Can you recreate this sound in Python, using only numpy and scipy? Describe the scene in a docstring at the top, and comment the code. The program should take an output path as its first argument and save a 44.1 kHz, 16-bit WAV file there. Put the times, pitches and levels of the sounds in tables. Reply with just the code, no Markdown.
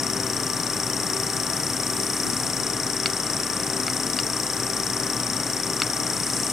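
"""A small fume extractor fan runs steadily on a workbench: its air rushes and rings in the housing,
and its blades hum. A thin high hiss sits in the centre, apart from the fan's rush. Close to the
microphone a camera's tape drum whines, and chirps on each of its 30 turns a second as the head
meets the tape. After one faint ping, a small plastic part clicks four times, each time
favouring different ringing pitches."""
import sys
import numpy as np
from scipy import signal
from scipy.fft import rfft, irfft, next_fast_len
from scipy.io import wavfile
from scipy.ndimage import uniform_filter1d, map_coordinates

SR = 44100
rng = np.random.default_rng(int(sys.argv[2]) if len(sys.argv) > 2 else 0)


def waveform_to_disk(signal):
    """Save audio, clipped to [-1, 1], as 16-bit WAV at the path in sys.argv[1]."""
    frames = np.transpose(np.atleast_2d(signal))
    scaled = np.clip(frames, -1, 1) * 32767
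    samples = np.round(scaled).astype(np.int16)
    wavfile.write(sys.argv[1], SR, samples)


N = 287532
TIME = np.arange(N) / SR

# tone colour of the thin high hiss: pitch_hz, relative_db
HISS_COLOUR = [(3000, -33), (6000, -10), (7000, -11.5), (7700, -5.5), (8450, -0.5), (9800, -8),
               (10700, -12), (11400, -23.5), (13000, -45)]
# slow swell of the hiss: time_s, level_db
HISS_SWELL = [(0.0, -34.5), (2.35, -31.5), (2.7, -33.7), (3.93, -33), (5.99, -33.6), (6.4, -29.5),
              (6.52, -31)]
# tone colour of the fine fizz above the hiss: pitch_hz, relative_db
FIZZ_COLOUR = [(9500, -25), (11200, -2), (12400, -1.5), (13050, -0.5), (14200, -4.5), (15200, -16)]
# slight swell of the fizz: time_s, level_db
FIZZ_SWELL = [(0, -47.3), (0.5, -46), (2.3, -44.5), (2.8, -48), (4.4, -46), (6.0, -47), (6.5, -45)]
# the ways the plastic part rings: pitch_hz, relative_db, ring_s (time to fade by 60 dB)
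PLASTIC_MODES = [(1244, -3.5, 0.024), (1430, -5.5, 0.017), (1730, -5, 0.016), (2190, -9.5, 0.023),
                 (2580, -5.5, 0.014), (2850, -1.5, 0.017), (3570, -1.5, 0.018), (4220, -1, 0.012),
                 (4565, -2, 0.015), (4860, -0.5, 0.012), (5670, -4, 0.013), (8200, 6.5, 0.0063)]
# its clicks: start_s, level_db, low_boost_hz, high_boost_hz, boost_db, tilt_db_per_octave, crack_db
CLICKS = [(3.058, -5, 2200, 4490, 9, -1, -15), (3.8802, -13, 1305, 2220, 13, -2, -17),
          (4.1880, -6.5, 2830, 4760, 9, 0.5, -15), (5.8183, -4.5, 2200, 2750, 3, 0.3, -11.5)]
# strong tones of the drum motor: multiple_of_turn_rate, level_db
MOTOR_TONES = [(10, -42), (22, -49.7), (26, -49), (30, -52), (35, -50), (39, -45), (40, -50.5), (58, -49.5),
               (66, -53.5), (68, -54), (98, -56)]
# tone colour of the head scuffing the tape: pitch_hz, relative_db
SCUFF_COLOUR = [(2000, -3), (3300, 5), (4800, 7.5), (6500, -8), (7600, 17.5), (9000, 3), (11000, -78)]
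# weaker chirps as the head sweeps on: delay_s, settled_hz, level_db, left_minus_right_db
AFTER_CHIRPS = [(.005, 5780, -35.5, 5), (.009, 6140, -32.5, 9), (0.0106, 5520, -28, 3),
                (0.0130, 5480, -29.5, 1), (0.0195, 5480, -36.5, 4)]
# electrical hum and a thin whistle: pitch_hz, level_db
ELECTRIC_TONES = [(60, -51.5), (120, -45.5), (15734, -77)]
# weaker blade tones: multiple_of_blade_rate, level_db
WEAK_BLADE_TONES = [(1, -52.5), (4, -56)]
# swell of the tone at twice the blade rate: time_s, relative_db
SECOND_TONE_SWELL = [(0.1, -37.5), (0.73, -39.5), (0.75, -43), (2.3, -37.5), (3.2, -41), (3.21, -51),
                     (3.67, -40), (3.71, -45), (3.92, -34.5), (4.36, -46), (4.92, -48), (4.94, -38.5),
                     (5.7, -39), (5.71, -48.5), (6.42, -39.5)]
# slow beating near 390 Hz, at three times the blade rate: time_s, relative_db
THIRD_TONE_SWELL = [(0.1, -40.5), (0.24, -34), (0.35, -41), (1.0, -44), (1.02, -55), (1.15, -36.5),
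                    (1.61, -48), (2.0, -35.5), (2.42, -52), (3.07, -35), (3.29, -54), (3.8, -36),
                    (3.9, -49), (5.03, -39), (5.33, -55), (5.77, -36.5), (5.8, -43), (6.42, -54)]
# tone colour of the air rushing through the fan: pitch_hz, relative_db
RUSH_COLOUR = [(25, -30), (45, -18), (82, -27), (98, -1), (190, 1), (290, -1), (440, -2), (485, -7.5),
               (630, -6), (800, -7.5), (1040, -10), (1200, -7.5), (2000, -12), (2600, -16.5), (5000, -20.5),
               (11000, -50.5)]
# how alike the rush is on the left and right: pitch_hz, likeness (1 = the same)
RUSH_LIKENESS = [(50, 1), (200, 0.94), (1800, 0.97), (5000, 1)]
# the steady sound is louder on the left, its highest treble centred: pitch_hz, left_minus_right_db
LEFT_LEAN = [(50, 2.2), (130, 4.3), (350, 5.8), (900, 4.9), (7000, 4.8), (10000, 0)]

BLADE_HZ, DRUM_HZ = 129.5, 30  # blade passes and drum turns a second


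def amp(db):
    """Turn decibels into a gain."""
    return 10 ** (np.asarray(db) / 20)


def unit(x):
    """Scale a sound to an average strength (rms) of 1."""
    return x / np.sqrt(np.mean(x ** 2) + 1e-20)


def at_pitch(table, hz):
    """Read between a table's rows on a musical (log) pitch scale."""
    pitches, values = np.transpose(table)
    return np.interp(np.log(hz + 1), np.log(pitches + 1), values)


def over_time(table):
    """Join a table's points in time with straight lines."""
    return np.interp(TIME, *np.transpose(table))


def wobble(rate):
    """A smooth curve through `rate` random points a second."""
    return map_coordinates(rng.standard_normal(int(N * rate / SR) + 4), [TIME * rate])


def filtered(x, gain_at):
    """Give each frequency in a sound its own gain."""
    size = next_fast_len(N + SR // 2)
    return irfft(rfft(x, size) * gain_at(np.fft.rfftfreq(size, 1 / SR)), size)[..., :N]


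def pan(lean_db):
    """Left and right gains; a positive lean is louder on the left."""
    left = amp(np.atleast_1d(lean_db))
    return 2 * np.array([left, np.ones_like(left)]) / (1 + left)


def noise(colour, patchy_db):
    """Coloured noise with drifting louder and softer patches."""
    grid = signal.stft(rng.standard_normal(N), nperseg=512)[2]
    patches = uniform_filter1d(rng.standard_normal(grid.shape), size=6, axis=0)  # smooth over pitch
    patches = uniform_filter1d(patches, size=14, axis=1)  # and over time
    patchy = signal.istft(grid * amp(patchy_db * unit(patches)), nperseg=512)[1][:N]
    return unit(filtered(patchy, lambda hz: amp(at_pitch(colour, hz))))


def tones(rows, turns, waver_db, flutter_radians=0.16):
    """Tones at whole multiples of a spin; each wavers in level and is blurred by a quick flutter."""
    phase = lambda k: 2 * np.pi * (round(k) * turns + rng.random()) + flutter_radians * wobble(35)
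    return sum(np.sqrt(2) * amp(db + waver_db * wobble(3.99)) * np.sin(phase(k)) for k, db in rows)


def high_hiss(lift_db=0.42):
    """A thin hiss swells slowly in the centre, with a higher, steadier fizz."""
    hiss = amp(over_time(HISS_SWELL) + lift_db) * noise(HISS_COLOUR, patchy_db=0.5)
    fizz = amp(over_time(FIZZ_SWELL)) * noise(FIZZ_COLOUR, patchy_db=1.0)
    return hiss + fizz


def bench_echo(x, echo_db=-13, ring_s=0.045):
    """Add short reflections from the bench and what stands on it."""
    t = np.arange(SR // 4) / SR
    tail = rng.standard_normal((2, len(t))) * amp(-60 * t / ring_s) * (t > .003)
    return x + amp(echo_db) * signal.fftconvolve(x, tail / np.linalg.norm(tail[0]), axes=1)[:, :N]


def ping(start_s=0.9152, pitch_hz=3070, level_db=-31.5, ring_s=0.052, attack_s=.0015):
    """A faint, brief ping near 3 kHz."""
    t = np.maximum(TIME - start_s, 0)
    loudness = amp(level_db - 60 * t / ring_s) * (1 - np.exp(-t / attack_s))
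    return pan(lean_db=4) * loudness * np.sin(2 * np.pi * pitch_hz * t)


def plastic_clicks(contact_s=0.00077, boost_octaves=.08, crack_s=0.028, crack_top_hz=5500):
    """Each gritty crack sets the plastic ringing, with a boost near two pitches."""
    out, t = np.zeros(N + SR), np.arange(SR // 10) / SR
    hz, mode_db, ring_s = np.transpose(PLASTIC_MODES)[:, :, None]
    band = signal.butter(2, [hz.min(), crack_top_hz], "bandpass", fs=SR, output="sos")
    near = lambda centre_hz: np.exp(-(np.log2(hz / centre_hz) / boost_octaves) ** 2)
    direction = np.cos(np.pi * np.arange(len(hz)))[:, None]  # neighbouring modes start opposite ways
    attack = 1 - np.exp(-(t / contact_s) ** 2)
    for start_s, db, low_hz, high_hz, boost_db, tilt_db, crack_db in CLICKS:
        levels = mode_db + boost_db * (near(low_hz) + near(high_hz)) + tilt_db * np.log2(hz / hz.min())
        modes = direction * amp(levels - 60 * t / ring_s) * np.sin(2 * np.pi * hz * t)
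        ring = modes.sum(axis=0) / np.linalg.norm(amp(levels))
        grit = unit(signal.sosfilt(band, rng.standard_normal(len(t))))
        crack = amp(crack_db - 60 * t / crack_s) * grit
        out[round(start_s * SR):][:len(t)] += amp(db) * (ring + crack) * attack
    return pan(lean_db=3.7) * out[:N]


def drum_motor(buzz_db=-58.5, buzz_peak_hz=1300, db_per_octave=-6):
    """The drum's motor whines: a few strong tones over a buzz of evenly spaced weak ones."""
    turns = DRUM_HZ * TIME
    strong = [round(k) for k, db in MOTOR_TONES]
    weak_db = lambda k: buzz_db + db_per_octave * abs(np.log2(k * DRUM_HZ / buzz_peak_hz))
    weak = [(k, weak_db(k) + rng.normal(0, 2)) for k in range(31, 77) if k not in strong]
    return tones(MOTOR_TONES, turns, waver_db=1.2) + tones(weak, turns, waver_db=2)


def chirp(since_s, settled_hz, lean_db, drop_hz, rise_s, sharpness, glide_s=0.00056):
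    """A tiny tone that swells and dies; it starts high and drops to its settled pitch."""
    t = np.maximum(since_s, 0)
    swell = (t / rise_s * np.exp(1 - t / rise_s)) ** sharpness
    phase = 2 * np.pi * (settled_hz * t + drop_hz * glide_s * (1 - np.exp(-t / glide_s)))
    return pan(lean_db) * swell * np.sin([phase, phase + 0.99])  # the right side is slightly ahead


def drum_chirps(scatter_db=0.7, drift_s=.00006, jitter_s=.000036,
                scuff_s=0.0037, ring_hz=5460, ring_s=0.18):
    """Each turn, a little early or late, the head scuffs the tape, which chirps and rings on faintly."""
    turn, part_of_turn = np.divmod(np.maximum(TIME + drift_s * wobble(3), 0) * DRUM_HZ, 1)
    lateness, force = rng.standard_normal((N * DRUM_HZ // SR + 2, 2))[turn.astype(int)].T
    since_s = np.maximum(part_of_turn / DRUM_HZ - jitter_s * lateness, 0)
    scuff = pan(lean_db=12.5) * amp(-31) * np.exp(-since_s / scuff_s)
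    scuff = scuff * noise(SCUFF_COLOUR, patchy_db=-1.5)
    chirps = amp(-16) * chirp(since_s, 5399, lean_db=7, drop_hz=650, rise_s=0.00081, sharpness=0.72)
    for delay_s, hz, db, lean_db in AFTER_CHIRPS:
        chirps += amp(db) * chirp(since_s - delay_s, hz, lean_db, drop_hz=200, rise_s=0.0016, sharpness=0.9)
    ring = pan(lean_db=-2) * amp(-39.5 - 60 * since_s / ring_s) * np.sin(2 * np.pi * ring_hz * since_s)
    return scuff + amp(scatter_db * force) * (chirps + ring)


def fan_housing(pitch_hz=1176, level_db=-50.5, half_width_octaves=0.033):
    """The airflow keeps the fan's housing ringing around one pitch."""
    peak = lambda hz: 1 / (1 + (np.log2((hz + 1) / pitch_hz) / half_width_octaves) ** 2)
    return amp(level_db) * unit(filtered(rng.standard_normal(N), peak))


def fan_hum(pitch_drift=0.002, trim_db=-2):
    """Blade tones drift with the load; the second swells and fades, and the third rises and falls in a slow
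    beat near 390 Hz; the electrical hum holds its pitch."""
    passes = np.cumsum(BLADE_HZ * (1 + pitch_drift * wobble(3.05))) / SR
    swelling = [(2, over_time(SECOND_TONE_SWELL) + trim_db), (3, over_time(THIRD_TONE_SWELL) + trim_db)]
    electric = sum(np.sqrt(2) * amp(db) * np.sin(2 * np.pi * hz * TIME) for hz, db in ELECTRIC_TONES)
    blades = tones(WEAK_BLADE_TONES, passes, waver_db=3) + tones(swelling, passes, waver_db=-0.2)
    return blades + electric


def fan_rush(level_db=-32.5):
    """Air swirls through the fan with a low rush, nearly alike on the left and right."""
    spread = lambda hz: np.arccos(np.clip(at_pitch(RUSH_LIKENESS, hz), -1, 1)) / 2
    shared = filtered(noise(RUSH_COLOUR, patchy_db=0.12), lambda hz: np.cos(spread(hz)))
    opposed = filtered(noise(RUSH_COLOUR, patchy_db=8.5), lambda hz: np.sin(spread(hz)))
    return amp(level_db) * np.array([shared + opposed, shared - opposed])


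def scene():
    """Mix everything; the fan and the drum motor are louder on the left."""
    steady = fan_rush() + fan_hum() + fan_housing() + drum_motor()
    steady = filtered(steady, lambda hz: pan(at_pitch(LEFT_LEAN, hz)))
    return steady + high_hiss() + drum_chirps() + bench_echo(plastic_clicks() + ping())


def record(dry):
    """The camera cuts off the very highest treble."""
    return filtered(dry, lambda hz: hz < 15850)


dry = scene()
out = record(dry)
waveform_to_disk(out)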